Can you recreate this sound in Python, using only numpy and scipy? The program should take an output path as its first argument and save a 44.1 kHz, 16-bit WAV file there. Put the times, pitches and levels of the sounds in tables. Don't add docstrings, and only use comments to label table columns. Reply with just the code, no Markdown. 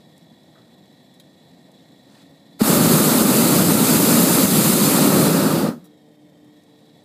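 import sys
import numpy as np
from scipy import signal
from scipy.fft import rfft, irfft
from scipy.io import wavfile
from scipy.ndimage import uniform_filter1d

SR = 44100
rng = np.random.default_rng(int(sys.argv[2]) if len(sys.argv) > 2 else 0)


def how_loud(loudness_db):
    steps = np.asarray(loudness_db, float) / 20
    return 10 ** steps


def to_wav(sig):
    pcm = np.clip(np.atleast_2d(sig), -1, 1) * 32767
    pcm = np.round(pcm).astype(np.int16)
    wavfile.write(sys.argv[1], SR, pcm.T)


N = 310766

# time_s, firing_hz, level_db, late_timbre_share
ENGINE_GLIDE = [
    (0, 124.4, -75, 0),
    (1.5, 129.6, -67, 0),
    (1.9, 135.5, -67, 0.1),
    (2.1, 137, -61.5, 0),
    (2.35, 138.4, -63.5, 0.07),
    (2.6, 141, -63, 0),
    (5.8, 150, -58, 0.94),
    (6.4, 149.1, -57, 0.8),
    (7.05, 149, -60, .999),
]
# firing_rate_multiple, early_db, late_db
ENGINE_ORDERS = [(1, -10.5, -12), (2, 4, -0.5), (3, -20, -4), (3.5, -18.5, -13.5), (4, -1, -14),
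                 (5, -13, -19)]

# freq_hz, density_db
CLOTH_COLOUR = [(120, -49), (300, -15), (700, -5), (1500, -8), (2500, -11), (4500, -8), (6000, -15),
                (8000, -14), (11000, -22), (15300, -25)]

# start_s, peak_db, thing_touched
TICKS = [(.1785, -44, "wicker"), (.329, -47, "tube"), (.553, -53, "strap"), (.573, -52, "strap"),
         (.855, -54, "wicker"), (1.14, -49, "wicker"), (1.198, -39.5, "clasp"), (1.716, -48, "wicker"),
         (2.1, -50, "cane"), (5.841, -51, "lever"), (5.853, -52, "lever"), (6.445, -56, "wicker"),
         (6.635, -53, "wicker"), (6.804, -56, "wicker"), (6.898, -52.5, "cane"), (7.035, -55, "wicker")]
TOUCHED_RINGS = { "wicker": [(9000, 8000, 0, .027)], "cane": [(4400, 2000, 4, .017)],
                 "tube": [(1860, 117, 0, .1)], "strap": [(1250, 500, -1, .11), (1300, 900, -9, 0.78)],
                 "clasp": [(8000, 11000, -1, 0.054), (3760, 700, 2, .043), (4700, 500, -5, .044),
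                 (2500, 500, -12, .03), (9700, 810, -13, .07), (3250, 200, -13, .14)],
                 "lever": [(10000, 9300, 3.5, 0.078), (3800, 250, -6, .12), (5700, 300, -8, .07),
                 (7700, 300, -8, .12), (10000, 400, -11, .09), (11900, 400, -9, .09),
                 (14500, 600, -8, .09)], }

# time_s, size_db, second_group_pitch_factor
PILOT_FLAME = [
    (0, 0, 1.001),
    (2.57, 0, 1.013),
    (5.75, -5.5, 0.99),
    (5.92, -3, 0.98),
    (6.1, -3, 0.93),
    (6.3, -1.5, 0.93),
    (6.47, -0.7, .93),
    (6.53, -2, 0.99),
    (7.05, -1.2, 1.005),
]
# level_db, size_share, db_per_unit_pitch
PILOT_LAYERS = [
    (-51.5, 1.3, -1),
    (-68, 1.2, 1),
    (-63, 0.905, 80),
    (-71.5, .8, 25),
]
# centre_hz, width_hz, level_db
TUBE_TONES = [
    [(1878, 140, 0.5), (2140, 150, -6)],
    [(3438, 110, -1), (3850, 340, 2), (4440, 98, -13.5)],
    [(5390, 180, 1), (6570, 300, -4), (7600, 720, 4.5), (9530, 250, -4), (11600, 820, 2.5),
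     (12270, 500, -3), (13550, 600, -2), (14500, 1000, -2.5)],
]
# freq_hz, density_db
FLUTTER_COLOUR = [(30, -73.5), (55, -43), (80, -22.5), (110, -10), (160, -1.5), (210, -1.5), (260, -4.5),
                  (330, -7), (410, -14.5), (500, -12.5), (700, -13), (1080, -24.5), (1500, -38.5),
                  (2200, -61)]
# freq_hz, density_db
FIZZ_COLOUR = [(200, -59.5), (700, -21), (1500, -2), (2800, -2), (4600, -0.5), (6000, -6.5), (9000, -7.5),
               (10500, -11), (13000, -16), (15300, -13)]

# start_s, peak_db, low_bump_db, dip_after_db
SURGES = [(2.776, -12.5, -29, -1), (2.859, -8.5, -35, -1.5), (3.151, -12, -41.5, -0.5),
          (3.2163, -6.5, -26, -4), (3.49, -9, -34, -0.4), (3.62, -5.5, -38, -2.5), (3.752, -5, -43.5, -2),
          (3.964, -6, -39, -3), (4.45, -5, -38, -4), (4.734, -4.5, -39.5, -2), (5.173, -5, -41, 1.6),
          (5.275, -9, -38, -1.5)]
# start_s, peak_db, low_bump_db, pitch_hz, t60_s
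POPS = [
    (2.5985, -30, -60, 300, .05),
    (2.6045, -16, -50, 480, .04),
    (2.6093, -9, -45, 470, .03),
    (2.6155, 0, -26, 232, .075),
    (5.687, -10, -70, 260, .04),
    (5.748, -32, -70, 240, .07),
    (5.77, -35, -70, 260, .04),
    (5.786, -37, -70, 200, .1),
    (5.82, -39, -70, 200, .2),
]

# time_s, gas_pressure_db, flame_size_db
VALVE = [
    (2.7, .5, 3.5),
    (3.05, 1.5, 1.5),
    (3.6, -0.5, -0.5),
    (3.9, 1.5, 0),
    (4.7, 2, -1),
    (5.1, -2, 1),
    (5.35, -6, .5),
    (5.58, -11.5, -0.5),
    (5.685, -20, -3),
]
# level_db, pressure_share, size_share, dip_share, shut_fall_db_per_s
BURNER_LAYERS = [
    (-17, 0.13, 0.97, 0.73, 225),
    (-28, 0.18, 0.79, 1.1, 284),
    (-29, 0.61, .05, .9, 380),
    (-22, 0.92, .05, 0.81, 440),
]
# freq_hz, density_db
FLAME_COLOUR = [(25, -69.5), (55, -50.5), (75, -38), (100, -18.5), (130, -10.5), (165, -0.5), (195, -1),
                (235, 1), (290, -3), (350, -6.5), (460, -11.5), (590, -10.5), (700, -22), (980, -41.5)]
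UPPER_FLAME_COLOUR = [(410, -21.5), (700, -2), (907, 0), (1020, -3), (1290, 1), (1690, -9.5), (1900, -11.5),
                      (2470, -36), (4180, -120)]
LOWER_JET_COLOUR = [(1500, -22.5), (1750, -6.5), (2000, -5.5), (2600, -4), (3200, -6.5), (3700, -2.5),
                    (4300, -1), (5100, -3), (5550, -7.5), (6000, -23)]
JET_COLOUR = [(5200, -36.5), (5650, -9.5), (6300, -2.5), (6800, -3.5), (7500, 0.5), (9000, 0), (11200, 0),
              (13000, 0.5), (15300, -3.5), (16000, -5.5)]

# centre_s, low_hz, high_hz
SPLITS = [(1.3, 5700, 7000), (1.3, 9000, 10400), (3.37, 9600, 11200), (3.98, 13100, 15300),
          (4.3, 5700, 7000), (4.84, 4200, 5300), (4.84, 6900, 10500), (4.84, 13800, 15300),
          (4.863, 5200, 7700), (4.91, 9600, 11200), (4.91, 11700, 13200), (5.42, 6900, 8400),
          (5.465, 6300, 9100), (6.25, 7000, 8400), (6.25, 9000, 10500)]

OPEN_S, SHUT_S = 2.59, 5.685
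SNAP_DB, SNAP_S = (-30, -39, -28, -15), 0.0086
SWELL_DB, SWELL_S = (-1.5, -2.5, -4.5, -14.5), 0.039


def evened(x):
    return x / np.sqrt(np.mean(x ** 2) + 1e-20)


def columns(table):
    time_s, *values = np.transpose(table)
    return [np.interp(np.arange(N) / SR, time_s, v) for v in values]


def add(mix, start_s, sound):
    part = mix[round(start_s * SR):][:len(sound)]
    part += sound[:len(part)]


def resonate(x, hz, width_hz):
    turn = np.exp(2j * np.pi * np.cumsum(hz * np.ones(len(x))) / SR)
    r = np.exp(-np.pi * width_hz / SR)
    return 2 * (turn * signal.lfilter([1 - r], [1, -r], x / turn)).real


def ringing_band(noise, hz, width_hz):
    return evened(resonate(resonate(noise, hz, width_hz), hz, width_hz))


def turbulence(colour, patchy_db, flicker_db, size=1024):
    frames = 4 * N // size + 5
    hz = np.fft.rfftfreq(size, 1 / SR)
    a, b, patches = rng.standard_normal((frames, len(hz), 3)).T
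    patches = uniform_filter1d(patches, size=size // 100, axis=0)
    patches = evened(uniform_filter1d(patches, size=8, axis=1))
    flicker = evened(uniform_filter1d(rng.standard_normal(frames), size=3))
    colour_hz, density_db = np.transpose(colour)
    colour_db = np.interp(np.log(hz + 1), np.log(colour_hz + 1), density_db)[:, None]
    z = (a + 1j * b) * how_loud(colour_db + patchy_db * patches + flicker_db * flicker)
    return evened(signal.istft(z, nperseg=size, noverlap=3 * size // 4)[1][:N])


def engine():
    firing_hz, level_db, late = columns(ENGINE_GLIDE)
    turns = np.cumsum(firing_hz) / SR
    late = np.clip(late, 0, 1)
    out = np.zeros(N)
    for multiple, early_db, late_db in ENGINE_ORDERS:
        waver_db = 2.6 * evened(uniform_filter1d(rng.standard_normal(N), size=4000))
        order_db = level_db + early_db + late * (late_db - early_db) + waver_db
        out += how_loud(order_db) * np.sqrt(2) * np.sin(2 * np.pi * multiple * turns)
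    return out


def sleeve():
    t = np.arange(N) / SR - 2.12
    hold_s, slope_db_per_s = 0.1, 250
    level_db = -58.5 - slope_db_per_s * (np.maximum(-t, 0) + np.maximum(t - hold_s, 0))
    return how_loud(level_db) * turbulence(CLOTH_COLOUR, patchy_db=1.5, flicker_db=2.0, size=512)


def ticks():
    out = np.zeros(N)
    t = np.arange(SR // 3) / SR
    attack = 1 - np.exp(-t / 0.00051)
    for start_s, peak_db, thing in TICKS:
        noise = rng.standard_normal(len(t))
        for hz, width_hz, part_db, t60_s in TOUCHED_RINGS[thing]:
            decay = how_loud(peak_db + part_db - 6.0 - 60 * t / t60_s)
            add(out, start_s, decay * attack * ringing_band(noise, hz, width_hz))
    return out


def pilot():
    size_db, pitch = columns(PILOT_FLAME)
    flutter_db, *tones_db = [db + share * size_db + sag_db * (pitch - 1)
                             for db, share, sag_db in PILOT_LAYERS]
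    puffs = how_loud(evened(uniform_filter1d(rng.standard_normal(N), size=500)))
    sparks = (rng.random(N) < 18 / SR) * rng.uniform(.3, 1.3, N)
    crackle = signal.lfilter([1], [1, -.995], sparks)
    out = how_loud(flutter_db) * turbulence(FLUTTER_COLOUR, patchy_db=0.5, flicker_db=0.8, size=2048)
    for group, group_db, factor, spark in zip(TUBE_TONES, tones_db, (1, pitch, 1), (.3, .4, 1.1)):
        air = rng.standard_normal(N) * (puffs + spark * crackle)
        tones = sum(how_loud(db) * ringing_band(air, hz * factor, 1.5 * width_hz)
                    for hz, width_hz, db in group)
        out += how_loud(group_db) * evened(tones)
    fizz = turbulence(FIZZ_COLOUR, patchy_db=1.5, flicker_db=2.0, size=512)
    return out + how_loud(tones_db[-1] + 5.0) * fizz


def surges():
    rings, low_bumps = np.zeros(N), np.zeros(N)
    t = np.arange(SR // 5) / SR
    rise = 1 - np.exp(-t / .001)
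    low_bump = np.e * t / .0025 * np.exp(-t / .0025)
    can_hz, can_t60_s = 220, .043
    thumps = [(*row[:3], can_hz, can_t60_s) for row in SURGES]
    for start_s, peak_db, bump_db, hz, t60_s in [*POPS, *thumps]:
        cycles = hz * (t - 3.4 * t ** 2 / (1 + 12 * t))
        add(rings, start_s, how_loud(peak_db - 60 * t / t60_s) * rise * np.sin(2 * np.pi * cycles))
        add(low_bumps, start_s, how_loud(bump_db) * low_bump)
    return low_bumps + signal.lfilter(*signal.butter(2, 70, "high", fs=SR), rings)


def surge_dips_db():
    t = np.arange(N) / SR
    delay_s, recover_s = .008, 0.099
    dip_db = np.zeros(N)
    for start_s, _, _, db in SURGES:
        since = t - start_s - delay_s
        dip_db += db * (since > 0) * np.exp(-abs(since) / recover_s)
    since_thump_s = t - 2.621
    return dip_db - 5 * (since_thump_s > 0) * np.exp(-abs(since_thump_s) / .03)


def layer_levels():
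    t = np.arange(N) / SR
    pressure_db, size_db = columns(VALVE)
    dip_db = surge_dips_db()
    since, shut = np.maximum(t - OPEN_S, 0), np.maximum(t - SHUT_S, 0)
    drain_db = -21 - 90 * shut
    levels = []
    for layer, snap_db, swell_db in zip(BURNER_LAYERS, SNAP_DB, SWELL_DB):
        level_db, pressure_share, size_share, dip_share, fall_db_per_s = layer
        onset_db = snap_db * np.exp(-since / SNAP_S) + swell_db * np.exp(-(since / SWELL_S) ** 2)
        drive_db = pressure_share * pressure_db + size_share * size_db + dip_share * dip_db
        release_db = np.maximum(-fall_db_per_s * shut, drain_db)
        levels.append(level_db + onset_db + drive_db + release_db)
    return levels


def burner():
    flame_db, upper_db, lower_db, jet_db = layer_levels()
    t = np.arange(N) / SR
    valve = np.clip((t - OPEN_S) / 0.0049, 0, 1)
    alight = np.clip((t - 2.612) / .11, 0, 1)
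    flame = alight * how_loud(flame_db) * turbulence(FLAME_COLOUR, patchy_db=0.5, flicker_db=0.24, size=2048)
    flame += how_loud(upper_db + 0.23) * turbulence(UPPER_FLAME_COLOUR, patchy_db=-0.5, flicker_db=0.8)
    jet = how_loud(lower_db + 0.66) * turbulence(LOWER_JET_COLOUR, patchy_db=1.14, flicker_db=-0.04, size=512)
    jet += how_loud(jet_db + 0.62) * turbulence(JET_COLOUR, patchy_db=1.04, flicker_db=0.35, size=512)
    dull = np.clip((t - SHUT_S + 0.082) / 0.14, 0, 1)
    dulled_jet = signal.lfilter(*signal.butter(1, 8000, fs=SR), jet)
    jet += dull * (dulled_jet - jet)
    return how_loud(2) * valve * (flame + jet)


def scene():
    mono = engine() + sleeve() + ticks() + pilot() + surges() + burner()
    return np.tile(mono, (2, 1))


def limited(x):
    level_db = 20 * np.log10(abs(x) + 1e-9)
    rise_db = np.arange(N) * 15.6 / SR
    held_db = np.maximum.accumulate(level_db + rise_db) - rise_db
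    over_db = np.maximum(held_db + 3.0, 0)
    return x / how_loud(0.84 * uniform_filter1d(over_db, size=40))


def thinned(x):
    hz, _, z = signal.stft(x, SR, "cosine", nperseg=2048, noverlap=1024)
    power = abs(z) ** 2
    limit = how_loud(-9.5 + .26 * hz[:, None] / 1000) ** 2
    nearby, wide = uniform_filter1d(power, size=8, axis=0), uniform_filter1d(power, size=150, axis=0)
    weak = nearby < limit * wide
    weak = uniform_filter1d(weak * 1., size=5, axis=0) > .01
    kept = z * ~(weak & (hz[:, None] > 6500))
    return signal.istft(kept, SR, "cosine", nperseg=2048, noverlap=1024)[1][:N]


def treble_side(mid):
    side = np.zeros(N)
    window = signal.windows.cosine(2048) ** 2
    hz = np.fft.rfftfreq(2048, 1 / SR)
    for centre_s, low_hz, high_hz in SPLITS:
        start = round(centre_s * SR) - 1024
        band = abs(rfft(mid[start:start + 2048])) * (hz > low_hz) * (hz < high_hz)
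        scattered = irfft(band * np.exp(2j * np.pi * rng.random(len(hz))))
        add(side, start / SR, how_loud(-2.5) * window * scattered)
    return side


def band_limit(x):
    return signal.sosfilt(signal.butter(12, 15950, fs=SR, output="sos"), x)


def record(dry):
    mid = thinned(limited(dry[0]))
    top_cut = signal.firwin(1601, 15280, window=("kaiser", 9), fs=SR)
    mid = signal.oaconvolve(mid, top_cut, "same")
    mid = signal.lfilter(*signal.butter(1, 30, "high", fs=SR), mid)
    side = treble_side(mid)
    return band_limit(np.array([mid + side, mid - side]))


dry = scene()
out = record(dry)
to_wav(out)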